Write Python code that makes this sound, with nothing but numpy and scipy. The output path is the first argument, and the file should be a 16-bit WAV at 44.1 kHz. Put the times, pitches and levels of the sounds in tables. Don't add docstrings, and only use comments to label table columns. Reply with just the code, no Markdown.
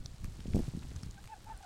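import sys
import numpy as np
from scipy.fft import rfft, irfft, next_fast_len
from scipy.io import wavfile
from scipy.ndimage import map_coordinates

SR = 44100
rng = np.random.default_rng(int(sys.argv[2]) if len(sys.argv) > 2 else 0)


def wrap_up_sound(samples):
    columns = np.atleast_2d(samples).T
    tamed = np.clip(columns, -1, 1)
    steps = np.round(tamed * 32767).astype(np.int16)
    wavfile.write(sys.argv[1], SR, steps)


N = 72765
T = np.arange(N) / SR

# start_s, peak_db, pitch_hz, slap_db (against the thump)
PAW_HITS = [(.05, -38, 92, -19), (.139, -40.5, 113, -36), (0.233, -36.5, 96, -37), (0.246, -37, 135, -16.5),
            (0.278, -41.5, 130, -39), (.39, -39.5, 173, -12), (.455, -37, 185, -3.5),
            (.48, -32.5, 170, -32), (0.545, -22, 170, -9), (.554, -25, 161, -7.5),
            (0.565, -25.5, 200, -2.5), (.575, -26, 209, -19), (.586, -34.5, 161, -3), (0.592, -29, 210, -5),
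            (.601, -28.5, 238, -10), (0.679, -31, 162, -16), (0.685, -30.5, 115, -34),
            (.736, -36.5, 168, -11), (0.748, -32, 162, -27), (0.772, -31.5, 195, -32),
            (.811, -45, 157, -32), (0.85, -43.5, 179, -22), (0.915, -45, 170, -3.5), (0.957, -37, 93, -32),
            (1.031, -35, 155, -33), (1.063, -37, 131, -38), (1.088, -46.5, 159, -17),
            (1.158, -46, 133, -20), (1.252, -46, 84, -8), (1.54, -42, 45, -39)]
# time_s, pitch_hz, level_db, octave_level_db, roughness (0-1)
WHINE_CONTOURS = [
    [(1.138, 828, -71, -94, 0), (1.165, 803, -69.5, -85, 0), (1.181, 775, -59.5, -55, 0.11),
     (1.192, 808, -56.5, -62.5, .03), (1.201, 900, -83, -78, 0)],
    [(1.286, 860, -64, -86, .05), (1.304, 865, -49, -82, .02), (1.312, 925, -58, -80, .05),
     (1.319, 892, -49, -68, .02), (1.331, 882, -44.5, -63, .02), (1.341, 830, -46.5, -58.5, .02),
     (1.349, 717, -68, -70, 0.1), (1.366, 775, -56, -74, .25), (1.38, 900, -83, -85, 0.3)],
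    [(1.461, 810, -66, -78, .05), (1.47, 853, -50, -84, 0.1), (1.483, 916, -53.5, -74, 0.22),
     (1.488, 890, -58, -66, 0.78), (1.495, 790, -54, -83, 0.88), (1.501, 874, -44, -72, 0.04),
     (1.513, 905, -45.5, -65, .04), (1.524, 882, -45.5, -66, .05), (1.529, 870, -56, -68, .55),
     (1.545, 800, -61, -64, .45), (1.56, 740, -70, -70, .4), (1.577, 767, -65.5, -71, 0.3),
     (1.587, 796, -66, -75, 0.3)],
    [(1.594, 798, -85.5, -78, 0), (1.61, 814, -52.5, -78, 0.14), (1.619, 753, -71.5, -75, 0.04),
     (1.633, 821, -52, -64, .08), (1.641, 695, -59, -63, 0), (1.65, 770, -48, -62, 0)],
]
# frequency_hz, gain_db
THROAT_EQ = [(350, -32), (700, 5), (1000, -17), (1400, -4), (1800, -12), (2200, -26), (2800, -15),
             (4500, -38)]
# start_s, peak_db, pitch_hz, half_width_octaves
TWIG_SNAPS = [(.059, -46.5, 764, 0.63), (0.0594, -29.5, 4950, 0.34), (0.2435, -42, 1440, 0.63),
              (.2437, -41, 8100, 0.83), (.254, -48, 5000, 2.9), (0.404, -42, 2200, 1.4),
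              (0.4688, -47.5, 3850, 0.78), (0.5348, -41, 1790, 0.72), (0.558, -38, 6450, 0.81),
              (.578, -42, 5000, 1.7), (.59, -42, 3530, 3.8), (0.642, -48.5, 4600, .8),
              (0.7927, -48, 4030, 0.33), (0.826, -46, 1240, 0.43), (.914, -50.5, 1850, 0.5),
              (0.9624, -46, 1800, 1.2), (0.961, -41.5, 6200, 0.25), (0.991, -51, 3770, 0.21),
              (1.0325, -44.5, 1300, 0.39), (1.0323, -39, 5400, 0.46), (1.11, -40.5, 6360, 0.35),
              (1.2412, -43.5, 1580, 2.7), (1.256, -47.5, 2240, 2.6), (1.2747, -42, 2540, 1.6),
              (1.444, -46, 3630, 3), (1.575, -47.5, 8960, 0.32), (1.627, -46.5, 4500, 1.1)]
# time_s, level_db
RUSTLE_ENVELOPE = [(0, -66.5), (.3, -63.5), (.48, -63), (.56, -57.5), (.65, -57), (.73, -61.5), (1, -62),
                   (1.2, -65), (1.65, -64)]
# frequency_hz, gain_db
RUSTLE_EQ = [(200, 23), (700, 5.5), (2000, -1.5), (4500, -2), (8000, -4), (12000, -13), (16000, -21.5)]
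LEAF_PITCHES = [900, 1800, 3000, 4500, 6500, 9000, 13000]
# time_s, level_db (before its trim)
RUMBLE_ENVELOPE = [(0, -41), (.06, -46.5), (.11, -47), (.17, -53), (.2, -46.5), (.25, -36.5), (.32, -45),
                   (.44, -44.5), (.49, -37.5), (.52, -32), (.565, -27), (.62, -35.5), (.72, -47.5),
                   (.76, -39), (.82, -41), (.97, -40.5), (1.1, -45.5), (1.19, -51), (1.26, -44.5),
                   (1.3, -62.5), (1.41, -50), (1.53, -47.5), (1.6, -51.5), (1.65, -62)]
# frequency_hz, gain_db
RUMBLE_EQ = [(12, -3.5), (30, 2.5), (90, -1), (160, -12), (260, -18), (400, -25.5), (700, -40.5),
             (1500, -96)]
# frequency_hz, gain_db
HISS_EQ = [(100, 20), (400, 14), (900, 7.5), (1600, 6.5), (2800, 2), (4200, 6.5), (6500, -6.5), (8200, 1),
           (10000, -12), (15500, -9)]

THIRD_DB, FOURTH_DB = [-28, -21.5, -30, -35], -38.5
RASP_DB, SUBTONE_DB = -4.5, [-14.5, -4.5]


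def paw_thumps(slap_hz=438, slap_lag_s=0.0015):
    track = np.zeros(N)
    for start_s, peak_db, pitch_hz, slap_db in PAW_HITS:
        add(track, start_s, peak_db, ground_push(pitch_hz))
        add(track, start_s + slap_lag_s, peak_db + slap_db, ground_push(slap_hz))
    return track


def ground_push(pitch_hz, attack_cycles=0.49):
    t = np.arange(SR // 10) / SR
    age = t * pitch_hz / attack_cycles
    envelope = (age * np.exp(-age)) ** 2
    return -envelope * np.sin(2 * np.pi * pitch_hz * t)


def whine(contour, third_db, fade_s=0.0021, jitter=0.0059, jitter_per_s=300, flutter_per_s=260):
    pitch_hz, level_db, octave_db, roughness = curves(contour)
    inside_s = np.minimum(T - contour[0][0], contour[-1][0] - T)
    gate = np.clip(inside_s / fade_s + 1, 0, 1)
    phase = 2 * np.pi * np.cumsum(pitch_hz * (1 + jitter * wobble(jitter_per_s))) / SR
    partials = [(1, amp(level_db)), (2, amp(octave_db)),
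                (3, amp(level_db + third_db)), (4, amp(level_db + FOURTH_DB))]
    partials += [(k + 0.5, roughness * amp(level_db + db)) for k, db in enumerate(SUBTONE_DB)]
    breath = coloured(rng.standard_normal(N), THROAT_EQ)
    pulses = (1 + np.cos(phase)) / 2
    voice = np.sqrt(roughness) * amp(level_db + RASP_DB) * breath * pulses
    steady = np.sqrt(1 - roughness ** 2)
    for ratio, gain in partials:
        flutter = roughness * (wobble(flutter_per_s) + 1j * wobble(flutter_per_s)) / np.sqrt(2)
        voice += gain * np.imag((steady + flutter) * np.exp(1j * ratio * phase))
    return np.sqrt(2) * gate * voice


def twig_snaps(attack_s=0.0012, t60_s=0.0063, steepness=2.47, damping_hz=11900):
    track = np.zeros(N)
    t = np.arange(2048) / SR
    hz = np.fft.rfftfreq(len(t), 1 / SR) + 1
    envelope = (1 - np.exp(-t / attack_s)) * amp(-60 * t / t60_s)
    damping = 1 + (hz / damping_hz) ** 2
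    for start_s, peak_db, pitch_hz, octaves in TWIG_SNAPS:
        band = 1 / (1 + np.abs(np.log2(hz / pitch_hz) / octaves) ** steepness)
        crack = irfft(band / damping * np.exp(2j * np.pi * rng.random(len(hz))))
        add(track, start_s, peak_db, crack * envelope)
    return track


def leaf_rustle(crackles_per_s=7000, spread_db=3.5, width_octaves=0.58):
    level_db, = curves(RUSTLE_ENVELOPE)
    crackles = np.zeros(N)
    for pitch_hz in LEAF_PITCHES:
        sizes = amp(spread_db * np.minimum(rng.exponential(size=N), 5))
        signs = rng.choice([-1, 1], N)
        hits = rng.random(N) < crackles_per_s / len(LEAF_PITCHES) / SR
        crackles += filtered(sizes * signs * hits,
                             lambda hz: np.exp(-(np.log2((hz + 1) / pitch_hz) / width_octaves) ** 2 / 2))
    return amp(level_db) * coloured(crackles, RUSTLE_EQ)


def rumble(trim_db=-2.5):
    level_db, = curves(RUMBLE_ENVELOPE)
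    return amp(level_db + trim_db) * coloured(rng.standard_normal(N), RUMBLE_EQ)


def hiss(level_db=-64):
    return amp(level_db) * coloured(rng.standard_normal(N), HISS_EQ)


def amp(db):
    return 10 ** (np.asarray(db) / 20)


def wobble(knots_per_s):
    return map_coordinates(rng.standard_normal(4096), [T * knots_per_s], mode="wrap")


def curves(rows):
    time_s, *columns = np.transpose(rows)
    return [np.interp(T, time_s, column) for column in columns]


def filtered(x, response):
    size = next_fast_len(N + SR // 2)
    return irfft(rfft(x, size) * response(np.fft.rfftfreq(size, 1 / SR)), size)[:N]


def coloured(x, eq):
    points_hz, gain_db = np.transpose(eq)
    shaped = filtered(x, lambda hz: amp(np.interp(np.log(hz + 1), np.log(points_hz), gain_db)))
    return shaped / np.sqrt(np.mean(shaped ** 2) + 1e-20)


def add(track, start_s, peak_db, sound):
    part = track[max(round(start_s * SR), 0):][:len(sound)]
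    part += amp(peak_db) * sound[:len(part)] / np.abs(sound).max()


def scene():
    whines = sum(whine(contour, third_db) for contour, third_db in zip(WHINE_CONTOURS, THIRD_DB))
    return (paw_thumps() + whines + twig_snaps() + leaf_rustle() + rumble() + hiss())[None]


def record(dry, cutoff_hz=15900):
    return filtered(dry[0], lambda hz: hz < cutoff_hz)[None]


dry = scene()
out = record(dry)
wrap_up_sound(out)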